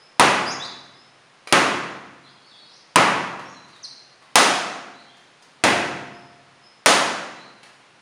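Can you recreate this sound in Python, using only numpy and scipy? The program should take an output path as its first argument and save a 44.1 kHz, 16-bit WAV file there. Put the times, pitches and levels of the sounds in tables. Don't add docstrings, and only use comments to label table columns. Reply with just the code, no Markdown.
import sys
import numpy as np
from scipy import signal
from scipy.fft import rfft, irfft
from scipy.io import wavfile

SR = 44100
rng = np.random.default_rng(int(sys.argv[2]) if len(sys.argv) > 2 else 0)


def generate_wav(signal):
    frames = np.transpose(np.atleast_2d(signal))
    scaled = np.clip(frames, -1, 1) * 32767
    pcm = np.round(scaled).astype(np.int16)
    wavfile.write(sys.argv[1], SR, pcm)


N = 353241

# frequency_hz, level_db
HUSH_SPECTRUM = [(25, -19), (80, -20.5), (134, -1), (200, -5.5), (400, -4.5), (1100, -2.5), (2500, -7),
                 (4500, -12), (7500, -20.5), (10000, -27.5), (11500, -32.5), (15000, -45)]
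# frequency_hz, t60_s
ROOM_DECAY = [(80, 1.4), (210, 1.185), (560, 0.94), (1470, 1.062), (3880, 0.86), (7000, 0.8), (10200, 0.61),
              (15000, 0.54)]
# pitch_hz, level_db, t60_s
ROOM_MODES = [(64.6, -21, 1.4), (98, -31.5, 2), (136.6, -27.5, 1.72), (181, -24.5, 1.19),
              (205.6, -26.5, 1.3), (261.3, -25, 1.3), (295, -26, 1), (353, -31, 1.42), (566, -28, 0.98)]
# pitch_hz, level_db, t60_s
HUM_MODES = [(700, -1, 1.61), (740, 0, 0.78)]
# start_s, length_s, level_db, start_hz, end_hz
BIRD_CHIRPS = [(.458, .082, -30, 4880, 6860), (.596, 0.043, -32.5, 3467, 4010),
               (0.619, .050, -34, 3876, 4800), (2.505, .06, -51, 3650, 3325), (2.53, .13, -55, 4610, 4350),
               (3.518, .11, -53, 4260, 4010), (3.828, 0.037, -32, 6300, 4200),
               (4.934, 0.082, -53.5, 3950, 4420), (5.061, 0.068, -54, 3180, 3590),
               (7.342, .1, -50.5, 3943, 4330)]
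# start_s, level_db
FAR_PEEPS = [(-.02, -54), (.94, -56.5), (6.115, -54), (6.612, -54)]
# start_s, length_s, level_db, lowest_hz
TWITTER_BOUTS = [(2.191, .07, -54, 3205), (2.441, .28, -53.5, 3490), (3.429, .04, -51.5, 4590),
                 (3.661, .04, -53, 3730)]
# start_s, level_db, brightness_db
HAND_PATS = [(1.473, -36.5, 2.5), (3.394, -36.5, -9), (3.683, -55.5, 3.5), (3.761, -55.5, 3),
             (4.223, -53, -1), (5.169, -59, 8), (5.423, -57.5, 10), (7.631, -47.5, 3), (7.655, -53.5, 2.5)]
# frequency_hz, level_db
BLOW_SPECTRUM = [(30, -46.5), (75, -26), (125, -7.5), (190, -1), (450, 3), (750, 6.5), (1200, 6.5),
                 (1600, 4), (2650, 1), (3150, -2.5), (6500, -9), (10000, -17.5), (15000, -15)]
# pitch_hz, level_db, t60_s
BALL_AIR_MODES = [(1017, 0.5, 0.79), (1060, 2, 1), (1295, 7.5, 0.91), (1780, 4, 0.53), (1982, 5, 1),
                  (2500, 2, 0.6), (2634, 4, 0.93), (3180, -13, 0.82), (3310, 1, 0.79), (4120, -13.5, 0.24),
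                  (4900, -11.5, .6), (6740, -8, .5)]
# start_s, level_db, thud_db, slap_db, knock_db, knock_hz, hum_db
LANDINGS = [(0.1965, -10, 4, -1.5, 3, 970, -23.5), (1.5252, -10.5, 4, -1.5, -2, 798, -23.5),
            (2.9587, -10.5, 4.5, -3.5, 4, 1020, -24), (4.3564, -10, -9.5, 5.5, 3.5, 730, -20.5),
            (5.6385, -12, 9.5, -1.5, -4.5, 1186, -13.5), (6.86, -10.5, -5.5, 5, 3.5, 590, -26)]
# frequency_hz, gain_db
MIC_RESPONSE = [(6800, -0.5), (8000, -3), (9200, 5), (10200, 2), (11200, -14.5), (12200, -40),
                (13500, -10.5), (15000, -16.5), (16000, -40)]


def gain_of(db):
    return 10 ** (np.asarray(db) / 20)


def unit(x):
    return x / np.linalg.norm(x)


def bins(size=8192):
    return np.fft.rfftfreq(size, 1 / SR)


def curve_at(points, hz):
    table_hz, values = np.transpose(points)
    return np.interp(np.log(hz + 1), np.log(table_hz), values)


def bump(centre_hz, octaves):
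    return np.exp(-(np.log2((bins() + 1) / centre_hz) / octaves) ** 2)


def treble(corner_hz):
    return 1 / (1 + (corner_hz / (bins() + 1)) ** 4)


def add(mix, start_s, sound):
    at = round(start_s * SR)
    sound = sound[max(-at, 0):]
    part = mix[max(at, 0):][:len(sound)]
    part += sound[:len(part)]


def pulse(spectrum_db):
    log_gain = np.log(gain_of(np.r_[spectrum_db, spectrum_db[-2:0:-1]]))
    minimum_phase = np.exp(np.conj(signal.hilbert(log_gain)))
    return np.fft.ifft(minimum_phase).real[:len(spectrum_db)]


def ring(modes, t, detune=0):
    out = np.zeros(len(t))
    for hz, level_db, t60_s in modes:
        hz *= 1 + detune * rng.standard_normal()
        out += gain_of(level_db - 60 * t / t60_s) * np.sin(2 * np.pi * (hz * t + rng.random()))
    return out


def outdoor_hush(level_db=-53.5):
    hush = irfft(rfft(rng.standard_normal(N)) * gain_of(curve_at(HUSH_SPECTRUM, bins(N))), N)
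    return gain_of(level_db) * hush / hush.std()


def room_echoes(first_density=.12, thicken_s=.06):
    t = np.arange(2 * SR) / SR
    density = np.minimum(first_density + (t / thicken_s) ** 2, 1)
    taps = rng.choice([-1., 1.], len(t)) * (rng.random(len(t)) < density) / np.sqrt(density)
    hz, age_s, spectra = signal.stft(taps, SR, nperseg=256)
    decay = gain_of(-60 * age_s / curve_at(ROOM_DECAY, hz)[:, None])
    return signal.istft(spectra * decay, SR, nperseg=256)[1][:len(t)]


def with_direct(echo, direct_db):
    return np.r_[gain_of(direct_db), echo[1:]]


def bird_note(length_s, level_db, start_hz, end_hz, low_share=.64, flick_share=.075):
    progress = np.linspace(0, 1, int(length_s * SR))
    span_octaves = abs(np.log2(end_hz / start_hz))
    rise = progress if end_hz > start_hz else 1 - progress
    octaves = span_octaves / (1 + np.exp((low_share - rise) / flick_share))
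    wobble = np.interp(progress, np.linspace(0, 1, 60), rng.standard_normal(60))
    waver = .009 + .04 * span_octaves
    hz = min(start_hz, end_hz) * 2 ** octaves * (1 + waver * wobble)
    phase = 2 * np.pi * np.cumsum(hz) / SR
    tone = np.sin(phase) + gain_of(-23) * np.sin(2 * phase)
    envelope = np.sqrt(abs(np.sin(np.pi * progress)))
    envelope *= gain_of(level_db - 8 * octaves)
    path = unit(with_direct(room_echoes(), direct_db=49 + level_db / 2))
    return signal.fftconvolve(envelope * tone, path)


def birds(gain_db=5, notes_per_s=18, spread_octaves=.61, flick_octaves=.3):
    out = np.zeros(N)
    for start_s, *chirp in BIRD_CHIRPS:
        add(out, start_s, bird_note(*chirp))
    for start_s, level_db in FAR_PEEPS:
        add(out, start_s, bird_note(length_s=.075, level_db=level_db, start_hz=5080, end_hz=5250))
    for start_s, length_s, level_db, lowest_hz in TWITTER_BOUTS:
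        times = np.arange(start_s, start_s + length_s, 1 / notes_per_s)
        for note_s, step in zip(times, rng.permutation(len(times))):
            low_hz = lowest_hz * 2 ** (spread_octaves * (step + .5 * rng.random()) / len(times))
            ends_hz = rng.permutation([low_hz, low_hz * 2 ** flick_octaves])
            jitter_s = rng.uniform(-.61, .71) / notes_per_s
            add(out, note_s + jitter_s, bird_note(.08, level_db, *ends_hz))
    return gain_of(gain_db) * out


def blow(colour_db):
    plain_db = curve_at(BLOW_SPECTRUM, bins())
    return pulse(plain_db + colour_db) / np.linalg.norm(pulse(plain_db))


def hands(direct_db=29, bass_db=-6):
    out, t = np.zeros(N), np.arange(SR // 4) / SR
    for start_s, level_db, brightness_db in HAND_PATS:
        contact_s = .012 * 2 ** ((-55 - level_db) / 15)
        rub = unit(rng.standard_normal(len(t)) * np.exp(-t / contact_s))
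        colour_db = bass_db * (1 - treble(corner_hz=700)) + brightness_db * treble(corner_hz=2920)
        pat = signal.fftconvolve(rub, blow(colour_db))
        path = with_direct(room_echoes(), direct_db)
        add(out, start_s, gain_of(level_db) * signal.fftconvolve(pat, path))
    return out


def cover_crack(t, decay_s=.002, band_hz=(1400, 9000)):
    burst = np.exp(-t / decay_s) * rng.standard_normal(len(t))
    return signal.sosfilt(signal.butter(1, band_hz, "band", fs=SR, output="sos"), burst)


def landing_blow(thud_db, slap_db, knock_db, knock_hz):
    body_db = 2.5 - .5 * knock_db
    clack_db = -.17 - .22 * slap_db
    return blow(thud_db * bump(centre_hz=80, octaves=1.08)
                + body_db * bump(centre_hz=342.4, octaves=.43)
                + knock_db * bump(knock_hz, octaves=.25)
                + clack_db * bump(centre_hz=2300, octaves=.37)
                + slap_db * treble(corner_hz=3230))


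def bounces(ball_air_db=-21, push_s=.0063, knock_t60_s=.083):
    out, t = np.zeros(N), np.arange(2 * SR) / SR
    common_echo = room_echoes()
    for start_s, level_db, thud_db, slap_db, knock_db, knock_hz, hum_db in LANDINGS:
        echo = np.sqrt(.5) * (common_echo + room_echoes()) + ring(ROOM_MODES, t)
        contact = landing_blow(thud_db, slap_db, knock_db, knock_hz)
        bang = signal.fftconvolve(contact, with_direct(echo, direct_db=23))[:len(t)]
        push = gain_of(-21 + .5 * slap_db) * (1 - t / push_s) * np.exp(-t / push_s)
        ping = gain_of(ball_air_db) * ring(BALL_AIR_MODES, t, detune=.0039)
        hum = gain_of(hum_db) * ring(HUM_MODES, t)
        knock = ring([(knock_hz, knock_db - 3.5, knock_t60_s)], t)
        crack = gain_of(9 + .2 * slap_db) * cover_crack(t)
        add(out, start_s, gain_of(level_db) * (bang + crack + push + ping + hum + knock))
        for delay_s, echo_db in [(.0017, -9.5), (.0046, -9)]:
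            add(out, start_s + delay_s, gain_of(level_db + echo_db) * crack)
    return out


def scene():
    return (bounces() + hands() + outdoor_hush() + birds())[None]


def record(dry):
    mic_pulse = pulse(curve_at(MIC_RESPONSE, bins()))
    coloured = signal.oaconvolve(dry, mic_pulse[None])[:, :N]
    clipped = np.clip(coloured, -1, 1)
    lowpass = signal.firwin(511, cutoff=16400, window=("kaiser", 9), fs=SR)
    return signal.oaconvolve(clipped, lowpass[None], "same")


dry = scene()
out = record(dry)
generate_wav(out)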